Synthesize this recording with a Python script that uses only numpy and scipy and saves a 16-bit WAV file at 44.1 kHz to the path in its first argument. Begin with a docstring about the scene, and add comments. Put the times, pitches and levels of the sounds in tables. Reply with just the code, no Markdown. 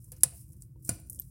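"""Crackling logs in a firebox

Logs burn in the open firebox of a boiler, indoors. Pockets in the wood burst: many small bright ticks
and two loud pops, made of shaped noise bursts and fading tones, with echoes from the firebox and room.
Faint knocks of settling embers are dull noise with a short ring. Gas sizzles out in spurts of bright noise
among random tiny cracks, and the flames rumble and flutter softly below as low noise."""
import sys
import numpy as np
from scipy import signal
from scipy.fft import rfft, irfft
from scipy.io import wavfile
from scipy.ndimage import uniform_filter1d

SR = 44100
rng = np.random.default_rng(int(sys.argv[2]) if len(sys.argv) > 2 else 0)


def wrap_up_sound(samples):
    """Save the sound to the file named by the first command line argument, as 16-bit audio."""
    columns = np.atleast_2d(samples).T
    # keep every value between -1 and 1, then stretch to whole-number steps
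    tamed = np.clip(columns, -1, 1)
    steps = np.round(tamed * 32767).astype(np.int16)
    wavfile.write(sys.argv[1], SR, steps)


N = 57330
T = np.arange(N) / SR  # time of each sample, in seconds

# Bright hiss of escaping gas, also used for sharp cracks: pitch_hz, level_db (per Hz, relative)
HISS_SPECTRUM = [(2000, -33), (4000, -25.5), (5300, -13), (7500, -6), (8800, -2), (10000, 3.5), (12000, 0),
                 (16000, -3)]
# How lively the fine crackle and the sizzle are over time: time_s, change_db
ACTIVITY = [(0, 1.5), (.19, 7), (.3, 11), (.55, 1.5), (.64, 7), (.70, -12), (.80, -5), (.86, 19),
            (1.06, 1.5), (1.15, 12), (1.3, -1)]
# In all names, T60 is the time a sound takes to fade by 60 dB; HOLD runs from the start of the sound.
TICK_T60_S = 0.038
SPIKE_T60_S = 0.002
POP_ATTACK_S, POP_HOLD_S = 0.00062, 0.0019
FIREBOX_T60_S, ROOM_T60_S = 0.11, 0.42
RIPPLE = rng.standard_normal(2000)  # random strengths of the firebox's countless weaker resonances


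def pops():
    """A pocket bursts: a snap, ringing wood, echoes, and a punch of gas that makes the firebox boom."""
    # Loud pops: start_s, snap_db, splinter_ring_db, log_ring_db, woody_body_db, echo_db, late_echo_db,
    # punch_db, boom_db, boom_hz, boom_t60_s, thump_db
    pop_list = [(0.2334, -9, -15.5, -53, -41.5, -31.5, -63, -40, -42.5, 139.9, .13, -51),
                (0.8914, -24, -49, -32.5, -42, -36.5, -63, -26, -36.5, 103.6, 0.064, -41)]
    out = np.zeros(N)
    for (start, snap_db, splinter_db, log_db, body_db, echo_db, late_db,
         punch_db, boom_db, boom_hz, boom_t60, thump_db) in pop_list:
        out += snap(start, snap_db)
        out += wood_ringing(start, splinter_db, log_db)
        out += woody_body([(start, body_db)])
        out += pop_echoes(start, echo_db, late_db)
        out += from_db(punch_db) * punch(start)
        out += from_db(boom_db) * boom(start, boom_hz, boom_t60)
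        out += from_db(thump_db) * thump(start)
    return out


def snap(start, level_db):
    """The wood tears with a burst of bright noise, sharpened by a very short hiss at its front."""
    # Colour of the snap: pitch_hz, level_db (per Hz, relative)
    snap_spectrum = [(3300, -24), (4500, -22.5), (6000, -10), (8000, -5), (9600, 4.5), (11200, 3.5),
                     (13000, -16), (16000, -28)]
    burst = even(noise(snap_spectrum), size=100) * envelope(start, POP_ATTACK_S, POP_HOLD_S, t60=0.021)
    spike_level = from_db(-1) * envelope(start, POP_ATTACK_S, POP_ATTACK_S, SPIKE_T60_S)
    spike = even(noise(HISS_SPECTRUM), size=100) * spike_level
    return from_db(level_db) * (burst + spike)


def wood_ringing(start, splinter_db, log_db):
    """The splinter and the log each vibrate at their own pitches, and the room holds on to the log."""
    # Tones of the splintering wood: pitch_hz, level_db, t60_s
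    splinter_modes = [(235, -29.5, 0.021), (523, -24, .05), (701, -27, 0.089), (875, -27.5, 0.033),
                      (1213, -33, .03), (1920, -24, .03), (2286, -29, 0.046), (5112, -15.5, .022),
                      (5974, -11.5, .03), (8230, -13.5, 0.043), (9320, -5, .04), (10220, 2.5, .028),
                      (10900, 4, 0.013), (11620, -4.5, .015)]
    # Tones of a log: pitch_hz, level_db, t60_s
    log_modes = [(536, -6.5, 0.018), (668, -7, 0.035), (1464, -5.5, 0.034), (2406, -8.5, 0.028),
                 (4420, -9, .025), (4780, -5, 0.021), (5970, 1, .02), (7230, 4, .028), (9610, 9.5, .03)]
    splinter = from_db(splinter_db) * ring(splinter_modes, start)
    log = from_db(log_db) * ring(log_modes, start)
    log_echo = from_db(log_db - 24) * ring_echo(log_modes, start)
    return splinter + log + log_echo


def ring(modes, start):
    """One burst sets several tones ringing, each fading at its own speed."""
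    out = np.zeros(N)
    for hz, db, t60 in modes:
        tone = np.sin(2 * np.pi * (hz * T + rng.random()))  # random starting point in the cycle
        out += from_db(db) * tone * envelope(start, POP_ATTACK_S, POP_HOLD_S, t60)
    return out


def ring_echo(modes, start):
    """The room holds on to the ringing as wavering bands around each tone, the low ones favoured."""
    tilt_db, waver_rate_hz = 2, 130  # loss per octave; new random points per second
    bands = np.zeros(N)
    for hz, db, _ in modes:
        sine_part = drift(waver_rate_hz) * np.sin(2 * np.pi * hz * T)
        cosine_part = drift(waver_rate_hz) * np.cos(2 * np.pi * hz * T)
        bands += from_db(db - tilt_db * np.log2(hz / 1000)) * (sine_part + cosine_part)
    return bands * envelope(start, 0.01, 0.004, ROOM_T60_S)


def pop_echoes(start, echo_db, late_db):
    """The snap rattles round the firebox and room; a dull echo returns from the far end of the room."""
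    # Colour of the bright echo: pitch_hz, level_db (per Hz, relative)
    echo_spectrum = [(3300, -21.5), (4800, -17), (6400, -14), (8600, -1.5), (9700, 0.5), (10700, -2),
                     (12000, -15.5), (14000, -25.5), (16000, -22.5)]
    # Colour of the dull late echo: pitch_hz, level_db (per Hz, relative)
    late_spectrum = [(250, -5.5), (400, 12), (520, -2), (680, 11.5), (850, 3.5), (1200, -11), (2500, -8),
                     (5000, -31)]
    room_db, late_delay_s = -11.5, 0.082  # room level relative to the firebox
    echo = noise(echo_spectrum) * tail(start, echo_db, echo_db + room_db)
    late_level = from_db(late_db) * envelope(start + late_delay_s, 0.0098, 0.017, t60=0.14)
    return echo + noise(late_spectrum) * late_level


def punch(start):
    """The burst of gas is one push and pull of the air, thrown back by the firebox wall."""
    length_s, return_delay_s, return_db = 0.0047, 0.017, -17

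    def wave(age):
        return np.sin(2 * np.pi * np.clip(age / length_s, 0, 1))
    return wave(T - start) + from_db(return_db) * wave(T - start - return_delay_s)


def boom(start, hz, t60):
    """The firebox answers the punch with one low tone, slightly late."""
    boom_start = start + 0.023
    return np.sin(2 * np.pi * hz * (T - boom_start)) * envelope(boom_start, 0.0015, 0.011, t60)


def thump(start):
    """The punch also makes the firebox thump: a short burst of low noise."""
    # Colour of the thump: pitch_hz, level_db (per Hz, relative)
    thump_spectrum = [(30, -27), (60, -0.5), (110, 5.5), (170, 3.5), (300, -15), (500, -24), (1000, -58)]
    return even(noise(thump_spectrum), size=600) * envelope(start, 0.0013, hold=0.03, t60=0.0962)


def ticks():
    """Each small crack is a sharp spike and a millisecond burst around its own pitch, smeared by walls."""
    # Small cracks: start_s, level_db, spike_db (relative), centre_hz, width_hz, low_edge_hz,
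    # woody_body_db (relative)
    tick_list = [(0.0426, -50.5, 0.5, 11000, 2260, 5750, -34), (0.1186, -40.5, 4, 11000, 2080, 4450, -18),
                 (0.163, -60.5, -11, 6200, 898, 5390, -31), (0.166, -57, 2, 11100, 2550, 4900, -12),
                 (0.2074, -51.5, -3, 9300, 2930, 4300, -18.5), (0.507, -64, -4, 12600, 3020, 7810, -52),
                 (0.531, -55.5, -7, 10500, 2710, 5225, -24), (0.613, -63, -4, 8740, 2212, 5500, -43),
                 (0.6217, -51.5, 16, 10200, 3110, 4300, -26), (.8235, -60, -4, 12000, 2800, 5000, -34),
                 (0.849, -43.5, 6.5, 10170, 2480, 5550, -53), (0.873, -49, -2, 8640, 1836, 4130, -18),
                 (1.0979, -36, 8.5, 11400, 2360, 6050, -75), (1.122, -57, 9, 7590, 2460, 5470, -50),
                 (1.1301, -46, 9.5, 11550, 2650, 6150, -66), (1.147, -53, 11, 9600, 2410, 5500, -56),
                 (1.1901, -44, 4, 8600, 1260, 4700, -34), (1.1888, -65, -11, 3200, 230, 2920, -29),
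                 (1.198, -38, 17.5, 12970, 1160, 5000, -39), (1.2176, -50.5, -11, 8950, 3400, 3340, -24)]
    attack_s, firebox_echo_db, room_echo_db = 0.00039, -13, -30
    out = woody_body([(start, db + body_db) for start, db, *_, body_db in tick_list])
    hz = np.geomspace(1000, 20000, num=120)
    for start, db, spike_db, centre_hz, width_hz, edge_hz, _ in tick_list:
        colour_db = -20 * np.log10(1 + ((hz - centre_hz) / width_hz) ** 2)
        burst = envelope(start, attack_s, hold=0.0009, t60=TICK_T60_S)
        spike = from_db(spike_db) * envelope(start, attack_s, hold=0.0004, t60=SPIKE_T60_S)
        echoes = tail(start, firebox_echo_db, room_echo_db)
        level = np.sqrt(burst ** 2 + spike ** 2 + echoes ** 2)
        crack = even(noise(np.c_[hz, colour_db]), size=100) * level
        out = out + from_db(db) * high_pass(crack, edge_hz)
    return out


def woody_body(cracks):
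    """The log gives a dull midrange knock under each crack (start_s, level_db), with reflections."""
    # Colour of the direct knock: pitch_hz, level_db (per Hz, relative)
    body_spectrum = [(150, 1), (350, -8), (530, 1), (720, 3.5), (880, -0.5), (1050, -3.5), (1450, -2.5),
                     (2000, -2.5), (2450, -4.5), (3300, -8), (4600, -3), (7000, -7)]
    # Colour of its reflections: pitch_hz, level_db (per Hz, relative)
    body_echo_spectrum = [(150, 5.5), (330, -8.5), (520, 1.5), (700, 1), (860, 0.5), (1100, -3), (1450, -2),
                          (1950, -3.5), (2450, 0), (3300, -7.5), (4600, 0), (7000, -12)]
    direct_power = np.zeros(N)
    echo_power = np.zeros(N)
    for start, db in cracks:
        direct_power += (from_db(db) * envelope(start, 0.0011, POP_HOLD_S, t60=0.13)) ** 2
        echo_power += (from_db(db) * tail(start, firebox_db=-11, room_db=-13)) ** 2
    direct = even(noise(body_spectrum), size=300) * np.sqrt(direct_power)
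    return direct + noise(body_echo_spectrum) * np.sqrt(echo_power)


def crackle():
    """Tiny cracks prickle at random, each a fading burst of bright noise."""
    cracks_per_s, smallest_db, range_db = 49, -67.5, 9  # smallest level is before the activity change
    activity_db = np.interp(T, *np.transpose(ACTIVITY))
    sizes = from_db(smallest_db + activity_db + range_db * rng.random(N) ** 2)  # mostly small ones
    born = rng.random(N) < cracks_per_s / SR
    keep = from_db(-60 / (TICK_T60_S * SR)) ** 2  # share of the power left after one sample
    power = signal.lfilter([1], [1, -keep], (sizes * born) ** 2 + 1e-18)
    return high_pass(noise(HISS_SPECTRUM) * np.sqrt(power), hz=4868)


def sizzle():
    """Gas hisses out of the wood as flickering bright noise, in a changing stream and in spurts."""
    # Spurts of gas: start_s, length_s (before the fall), level_db
    spurt_list = [(0, .09, -66), (0.343, 0.069, -56.5), (0.852, 0.038, -50.5), (1.134, 0.25, -65.5)]
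    stream_db, rise_s, fall_s, flicker_db = -76, 0.0027, 0.033, 1.5  # stream before the activity change
    power = from_db(stream_db + np.interp(T, *np.transpose(ACTIVITY))) ** 2
    for start, length, db in spurt_list:
        rise = np.clip((T - start) / rise_s, 0, 1)
        fall = np.exp(-np.maximum(T - start - length, 0) / fall_s)
        power = power + (from_db(db) * rise * fall) ** 2
    return noise(HISS_SPECTRUM) * np.sqrt(power) * from_db(flicker_db * drift(210))


def knocks():
    """Embers settle with faint dull knocks, each with a short hollow ring of its own."""
    # Soft knocks: start_s, level_db, ring_hz
    knock_list = [(0.078, -70.5, 1013), (0.118, -59, 713), (.145, -65, 483), (0.495, -73.5, 880),
                  (0.541, -72, 912), (0.758, -62.5, 936), (1.111, -67, 696), (1.181, -64.5, 530)]
    # Colour of the knocks: pitch_hz, level_db (per Hz, relative)
    knock_spectrum = [(150, -10), (300, 16), (520, -1.5), (700, -18.5), (930, -21), (1400, -28.5),
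                      (4000, -32)]
    power = np.zeros(N)
    rings = np.zeros(N)
    for start, db, hz in knock_list:
        power += (from_db(db) * envelope(start, 0.0016, hold=0.0039, t60=0.18)) ** 2
        rings += ring([(hz, db - 7, 0.05)], start)  # 7 dB below the knock
    return even(noise(knock_spectrum), size=500) * np.sqrt(power) + rings


def flames():
    """The draught rumbles steadily in the firebox while the flames flutter above it, both as noise."""
    # Colour of the rumble: pitch_hz, level_db (per Hz, relative)
    rumble_spectrum = [(20, -29.5), (35, -26), (52, 2), (80, -2.5), (112, 0), (140, -5.5), (170, -12.5),
                       (240, -23), (320, -27.5), (420, -40.5), (700, -59), (1200, -55.5), (3000, -68),
                       (16000, -45)]
    # Colour of the flutter: pitch_hz, level_db (per Hz, relative)
    flutter_spectrum = [(100, -19.5), (180, -3), (310, 7.5), (450, -12.5), (650, -24.5), (1200, -29.5),
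                        (3000, -45)]
    # Loudness of the flutter over time: time_s, level_db
    flutter_level = [(0, -73), (.2, -70), (.38, -80.5), (.52, -74.5), (.72, -69.5), (.82, -70.5),
                     (.97, -59.5), (1.08, -65.5), (1.16, -64.5), (1.3, -82.5)]
    rumble = even(noise(rumble_spectrum), size=4000) * from_db(-50.5)
    flutter = noise(flutter_spectrum) * from_db(np.interp(T, *np.transpose(flutter_level)))
    return rumble + flutter


def tail(start, firebox_db, room_db):
    """Level of the reflections: the firebox dies quickly, the room slowly."""
    firebox = from_db(firebox_db) * envelope(start, 0.009, 0.001, FIREBOX_T60_S)
    room = from_db(room_db) * envelope(start, 0.0043, 0.0013, ROOM_T60_S)
    return np.hypot(firebox, room)  # adds their powers


def firebox_db(hz):
    """The firebox strengthens some pitches and weakens others, in every noise played through it."""
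    # Main resonances of the firebox: centre_hz, width_hz, boost_db
    resonances = [(70.4, 4, 3.5), (119, 15, -0.5), (135.3, 20, 7.5), (195, 22, 7), (320.6, 5.5, 13.5),
                  (392, 10, 6), (510, 20, 14.5), (690, 5, 12), (1020, 64, 6), (1706, 110, 4.5),
                  (2400, 180, 3), (5120, 340, 5.5), (5970, 270, 3), (7840, 230, 5), (8396, 160, 5.5),
                  (9130, 340, 3), (9700, 76, 5.5), (9200, 130, 5.5), (10600, 130, 3.5)]
    ripple_db, ripple_step_hz = 3, 60.98
    peaks = sum(db / (1 + (2 * (hz - centre) / width) ** 2) for centre, width, db in resonances)
    ripple = np.interp(hz / ripple_step_hz, np.arange(len(RIPPLE)), RIPPLE)
    fade_in = np.clip(hz / 1000 - 0.5, 0, 1)  # no ripple below 500 Hz, all of it from 1500 Hz
    return peaks + ripple_db * ripple * fade_in


def noise(spectrum):
    """Steady noise of unit rms with the given spectrum, coloured by the firebox."""
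    hz, db = np.transpose(spectrum)
    bins = np.maximum(np.fft.rfftfreq(N, 1 / SR), 1)
    gain = from_db(np.interp(np.log(bins), np.log(hz), db) + firebox_db(bins))
    return rms_one(irfft(rfft(rng.standard_normal(N)) * gain, N))


def even(x, size):
    """Even out the level over stretches of so many samples."""
    return x / np.sqrt(np.abs(uniform_filter1d(x * x, size)) + 1e-12)


def drift(rate):
    """Random wandering of unit rms, with so many new points per second joined by straight lines."""
    knots = rng.standard_normal(2000)
    return rms_one(np.interp(T * rate, np.arange(len(knots)), knots))


def envelope(start, attack, hold, t60):
    """Level that rises in a straight line, then fades evenly in dB once the hold is over."""
    age = T - start
    return np.clip(age / attack, 0, 1) * from_db(-60 * np.maximum(age - hold, 0) / t60)


def high_pass(x, hz):
    """Steep cut of everything below a pitch."""
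    steep_cut = signal.butter(8, np.clip(hz, 100, 15000), "high", fs=SR, output="sos")
    return signal.sosfilt(steep_cut, x + 1e-18)


def from_db(db):
    """Decibels to gain."""
    return 10 ** (np.asarray(db) / 20)


def rms_one(x):
    """Scale to unit rms (average strength)."""
    return x / np.sqrt(np.mean(x ** 2) + 1e-20)


def scene():
    """The whole fire: all layers added into one channel."""
    return (pops() + ticks() + crackle() + sizzle() + knocks() + flames())[None]


def record(dry):
    """The loudest peaks are rounded off, then the top of the treble is cut."""
    ceiling, cutoff_hz = 0.64, 15900
    rounded = ceiling * np.tanh(dry / ceiling)
    treble_cut = signal.ellip(10, 0.3, 80, cutoff_hz, fs=SR, output="sos")
    return signal.sosfilt(treble_cut, rounded)


dry = scene()
out = record(dry)
wrap_up_sound(out)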